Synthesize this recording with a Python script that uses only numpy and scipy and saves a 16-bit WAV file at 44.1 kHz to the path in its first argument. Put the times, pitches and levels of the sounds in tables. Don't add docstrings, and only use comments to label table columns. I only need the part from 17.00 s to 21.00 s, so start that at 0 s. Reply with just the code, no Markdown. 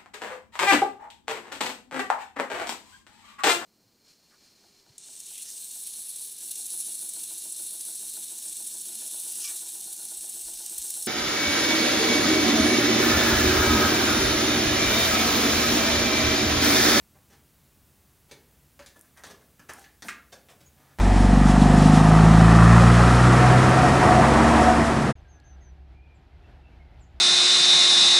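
import sys
import numpy as np
from scipy import signal
from scipy.fft import rfft, irfft
from scipy.io import wavfile
from scipy.ndimage import uniform_filter1d

SR = 44100
rng = np.random.default_rng(int(sys.argv[2]) if len(sys.argv) > 2 else 0)


def transcribe(signal):
    frames = np.atleast_2d(signal).T
    limited = np.clip(frames, -1, 1)
    pcm = np.round(limited * 32767).astype(np.int16)
    wavfile.write(sys.argv[1], SR, pcm)


N = 176400
FFT_SIZE = 4096
HZ = np.maximum(np.fft.rfftfreq(FFT_SIZE, 1 / SR), 1)


def from_db(db):
    return 10 ** (np.asarray(db) / 20)


def at_hz(points, hz):
    freqs, values = np.transpose(points)
    return np.interp(np.log(np.maximum(hz, 1)), np.log(freqs), values)


def unit(x):
    return x / np.sqrt(np.sum(x ** 2) + 1e-20)


def add(out, start_s, x):
    i = int(start_s * SR)
    out[i:i + len(x)] += x[:max(N - i, 0)]


def click(spectrum_db):
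    cepstrum = irfft(np.log(from_db(spectrum_db)))
    cepstrum[1:FFT_SIZE // 2] *= 2
    cepstrum[FFT_SIZE // 2 + 1:] = 0
    return irfft(np.exp(rfft(cepstrum)))


def resonances(rows):
    return sum(lift_db / (1 + (2 * (HZ - hz) / width_hz) ** 2) for hz, width_hz, lift_db in rows)


def steady_noise(spectrum_db):
    return np.sqrt(N) * unit(irfft(rfft(rng.standard_normal(N)) * from_db(spectrum_db), N))


def touch(chatter_gain=1.0, decay_s=.00067):
    t = np.arange(FFT_SIZE) / SR
    chatter = chatter_gain * unit(rng.standard_normal(FFT_SIZE) * np.exp(-t / decay_s))
    chatter[0] += 1
    spectrum = rfft(chatter)
    flattened = spectrum / np.sqrt(np.abs(spectrum))
    return unit(irfft(flattened)[:FFT_SIZE // 2])


def friction(length_s, fade_s=.002, slips_per_s=2500, spread_db=4.5):
    t = np.arange(SR // 4) / SR
    slips = (rng.random(len(t)) < slips_per_s / SR) * rng.choice([-1, 1], len(t))
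    sizes = from_db(spread_db * rng.standard_normal(len(t)))
    envelope = np.clip(np.minimum(t, length_s - t) / fade_s, 0, 1)
    return unit(slips * sizes * envelope)


# (frequency [Hz], relative density [dB])
FLOOR_SPECTRUM = [(20, -14), (40, -13), (60, 2), (78, 1), (100, -2.5), (140, -2.5), (250, -5), (500, -14),
                  (1000, -16.5), (2000, -19.5), (5000, -22), (15500, -19)]
# (frequency [Hz], side gain [dB])
FLOOR_SIDE = [(30, -5), (100, -13.5), (500, -26), (2000, -37), (12000, -35)]
# (frequency [Hz], level [dB])
HUM_BANDS = [(59, -73), (77, -72), (138, -72.5)]
def background(floor_db=-61, hum_half_width_hz=3.2):
    hz = np.fft.rfftfreq(N, 1 / SR)
    mid, side = (from_db(floor_db) * steady_noise(at_hz(FLOOR_SPECTRUM, hz)) for _ in range(2))
    side = irfft(rfft(side) * from_db(at_hz(FLOOR_SIDE, hz)), N)
    hum = sum(from_db(db) * steady_noise(-20 * np.log10(1 + ((hz - centre) / hum_half_width_hz) ** 2))
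              for centre, db in HUM_BANDS)
    return mid + hum + side * np.array([[1], [-1]])


# (frequency [Hz], T60 [s])
ROOM_DECAY = [(150, 0.44), (400, 0.62), (1000, 0.42), (2700, 0.36), (7000, 0.25), (15000, .18)]
# (delay [s], relative gain [linear])
REFLECTIONS = [(.0038, 0.31), (.0052, .6), (.0068, .35), (0.0142, .3)]
def kitchen(x, wet_db=0, tail_db=6, onset_s=.0036, early_lift=.56, early_s=.014, echo_cut_hz=10600):
    t = np.arange(SR // 2) / SR
    white, hz = rfft(rng.standard_normal(len(t))), np.fft.rfftfreq(len(t), 1 / SR)
    white /= np.sqrt(uniform_filter1d(np.abs(white) ** 2, size=100))
    centres, t60s = np.transpose(ROOM_DECAY)
    bands = [irfft(white * at_hz(list(zip(centres, share)), hz), len(t)) for share in np.eye(len(t60s))]
    tail = sum(band * from_db(-60 * t / t60) for band, t60 in zip(bands, t60s))
    envelope = np.minimum(t / onset_s, 1) * (1 + early_lift * np.exp(-t / early_s))
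    response = from_db(tail_db) * unit(tail * envelope)
    echo = click(-10 * np.log10(1 + (HZ / echo_cut_hz) ** 2))
    for delay_s, gain in REFLECTIONS:
        add(response, delay_s, gain * echo)
    response *= from_db(wet_db)
    response[0] += 1
    return signal.fftconvolve(x, response)


# (frequency [Hz], relative level [dB])
BASE_SPECTRUM = [(150, 4), (500, 2), (900, 6.5), (1200, -6.5), (1750, 1), (3000, -12.5), (7000, -17),
                 (14000, -28)]
# (frequency [Hz], level [dB], T60 [s])
COUNTER_MODES = [(140.6, -22.5, 0.4), (507, -35, 0.11)]
def landing(start_s=3.9872, knock_db=-5.5, boom_lag_s=.0063, low_cut_hz=70):
    out, t = np.zeros(N), np.arange(FFT_SIZE) / SR
    add(out, start_s, from_db(knock_db) * kitchen(click(at_hz(BASE_SPECTRUM, HZ))))
    boom = sum(from_db(db - 60 * t / t60) * np.sin(2 * np.pi * hz * t) for hz, db, t60 in COUNTER_MODES)
    highpass = signal.butter(1, low_cut_hz, "high", fs=SR, output="sos")
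    add(out, start_s + boom_lag_s, -signal.sosfilt(highpass, boom))
    return out


def finger_squeak(start_s=3.648, length_s=.03, centre_hz=6700, width_hz=450, gain_db=-71):
    out = np.zeros(N)
    band = click(-20 * np.log10(1 + (2 * (HZ - centre_hz) / width_hz) ** 2))
    squeak = unit(signal.fftconvolve(friction(length_s), band)) * np.sqrt(length_s * SR)
    add(out, start_s, kitchen(from_db(gain_db) * squeak))
    return out


BANDS_HZ = [250, 700, 1700, 4500, 11000]
# (frequency [Hz], width [Hz], lift [dB])
BODY_RESONANCES = [(294, 54, 1.5), (470, 200, 1.5), (836, 130, 2.5), (1345, 61, 2.5), (1722, 147, 7),
                   (2450, 71, 0), (3420, 290, 2.5), (6050, 790, 4.5), (9100, 1400, 2)]
def plastic(force, bands_db, low_cut_hz=160, high_cut_hz=12000):
    contact_db = at_hz(list(zip(BANDS_HZ, bands_db)), HZ)
    rolloff_db = 10 * np.log10((1 + (low_cut_hz / HZ) ** 4) * (1 + (HZ / high_cut_hz) ** 8))
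    return signal.fftconvolve(force, click(contact_db - rolloff_db + resonances(BODY_RESONANCES)))


# (time [s], length [s], relative level at each of BANDS_HZ [dB])
SHORT_RUBS = [(.145, 0.021, -28, -22.5, -28, -48, -47), (.298, 0.0405, -11.5, -19.5, -24, -28, -34.5),
              (1.292, 0.0076, -27, -27, -28, -33, -38), (1.309, 0.0114, -13, -14, -17.5, -16, -25.5),
              (1.955, 0.014, -20, -23.5, -23.5, -36, -31), (2.296, .016, -11, -16, -18, -19, -23.5),
              (2.405, .015, -18, -31, -28.5, -37, -43), (2.686, 0.011, -5.5, -16.5, -8.5, -23, -21.5),
              (2.775, 0.0119, -25, -11, -25.5, -39, -31), (3.042, .015, -1, -8, -16, -40, -18),
              (3.319, .013, -9.5, -12.5, -16, -16.5, -24.5), (3.492, 0.026, -24, -18, -25, -28.5, -29),
              (3.602, .012, -23, -24, -26.5, -27.5, -35)]
def short_rubs(gain_db=-5):
    out = np.zeros(N)
    for start_s, length_s, *bands_db in SHORT_RUBS:
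        add(out, start_s, kitchen(plastic(friction(length_s), bands_db)))
    return from_db(gain_db) * out


def neck_pop(start_s=1.794, pitch_hz=562, gain_db=-46, rise_s=.011, length_s=.024):
    out, t = np.zeros(N), np.arange(FFT_SIZE) / SR
    swell = np.interp(t, [0, rise_s, length_s], [0, 1, 0]) ** .5
    note = swell * np.sin(2 * np.pi * pitch_hz * t)
    add(out, start_s, kitchen(note, wet_db=-12.5))
    return from_db(gain_db) * out


# (time [s], length [s], relative level at each of BANDS_HZ [dB])
LONG_RUBS = [(2.03, 0.045, -32, -33, -25, -40, -25), (2.155, 0.053, -17, -15, -9.5, -37, -27),
             (2.74, 0.1, -19, -16, -21, -18, -17), (3.052, 0.038, -22, -13, -18, -20, -9.5),
             (3.76, 0.18, -18, -13.5, -16, -26, -38)]
def long_rubs(gain_db=-10.5):
    out = np.zeros(N)
    for start_s, length_s, *bands_db in LONG_RUBS:
        add(out, start_s, kitchen(plastic(friction(length_s, fade_s=.01), bands_db)))
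    return from_db(gain_db) * out


# (time [s], relative level [dB])
THREAD_TICKS = [(1.9935, -20), (2.0115, -17), (2.0218, -30), (2.1935, -23.5), (2.7357, -11.5),
                (2.795, -21.5)]
# (frequency [Hz], relative level [dB])
TICK_SPECTRUM = [(1000, -36), (4500, -24), (6800, 1), (7800, -3.5), (9000, 4.5), (10200, -0.5),
                 (13000, -0.5), (15500, -12)]
def thread_ticks(gain_db=-6.5):
    out = np.zeros(N)
    for start_s, db in THREAD_TICKS:
        tick = signal.fftconvolve(touch(), click(db + at_hz(TICK_SPECTRUM, HZ)))
        add(out, start_s, kitchen(tick, wet_db=-13))
    return from_db(gain_db) * out


# (time [s], relative level at each of BANDS_HZ [dB])
CAP_KNOCKS = [(1.793, -18, -14, -15, -18.5, -27), (1.823, -33, -36, -19.5, -24, -38),
              (1.862, -17, -24, -19.5, -15.5, -22.5), (2.174, -27, -17, -12.5, -23.5, -26),
              (2.237, -12.5, -10.5, -7.5, -12, -18.5), (2.249, -9.5, -13, -22, -21, -34),
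              (2.267, -5, -12.5, -12, -19, -22.5), (2.595, -4, -18, -12.5, -25.5, -29.5),
              (2.6944, -8.5, -4, -4, -10, -21), (2.842, -27, -42, -16.5, -22, -34),
              (3.0226, 2, -5, -7, -10, -20), (3.487, -12.5, -16, -17.5, -23.5, -35)]
def cap_knocks(gain_db=-8):
    out = np.zeros(N)
    for start_s, *bands_db in CAP_KNOCKS:
        add(out, start_s, kitchen(plastic(touch(), bands_db)))
    return from_db(gain_db) * out


# (frequency [Hz], relative level [dB])
SNAP_SPECTRUM = [(100, -19), (220, 2), (500, -14), (900, -7.5), (1250, 5.5), (1800, 7), (2550, 2),
                 (3100, -2.5), (5000, -4.5), (7200, -4), (10000, -10), (15000, -24)]
# (frequency [Hz], width [Hz], lift [dB])
CAP_RESONANCES = [(1200, 70, 6), (1390, 160, 8), (1650, 120, 8), (1895, 120, 6), (2160, 110, 4),
                  (2500, 220, 4)]
def cap_snap(start_s=3.0847, gain_db=-6.5, rebound_s=.0049, rebound_db=-4):
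    out = np.zeros(N)
    ring = click(at_hz(SNAP_SPECTRUM, HZ) + resonances(CAP_RESONANCES))
    for delay_s, db in ((0, 0), (rebound_s, rebound_db)):
        blow = signal.fftconvolve(touch(chatter_gain=1.5, decay_s=.004), ring)
        add(out, start_s + delay_s, from_db(db) * kitchen(blow, wet_db=-6))
    return from_db(gain_db) * out


def scene(side_db=-47.5):
    floor = background()
    cap = cap_snap() + cap_knocks() + thread_ticks()
    bottle = cap + short_rubs() + long_rubs() + neck_pop() + finger_squeak() + landing()
    diffuser = unit(rng.standard_normal(FFT_SIZE // 10))
    side = from_db(side_db) * signal.fftconvolve(bottle, diffuser)[:N]
    return floor + bottle + side * np.array([[1], [-1]])


def record(dry):
    cutoff_hz = 15800
    return signal.sosfilt(signal.ellip(12, .1, 70, cutoff_hz, fs=SR, output="sos"), dry)


dry = scene()
out = record(dry)
transcribe(out)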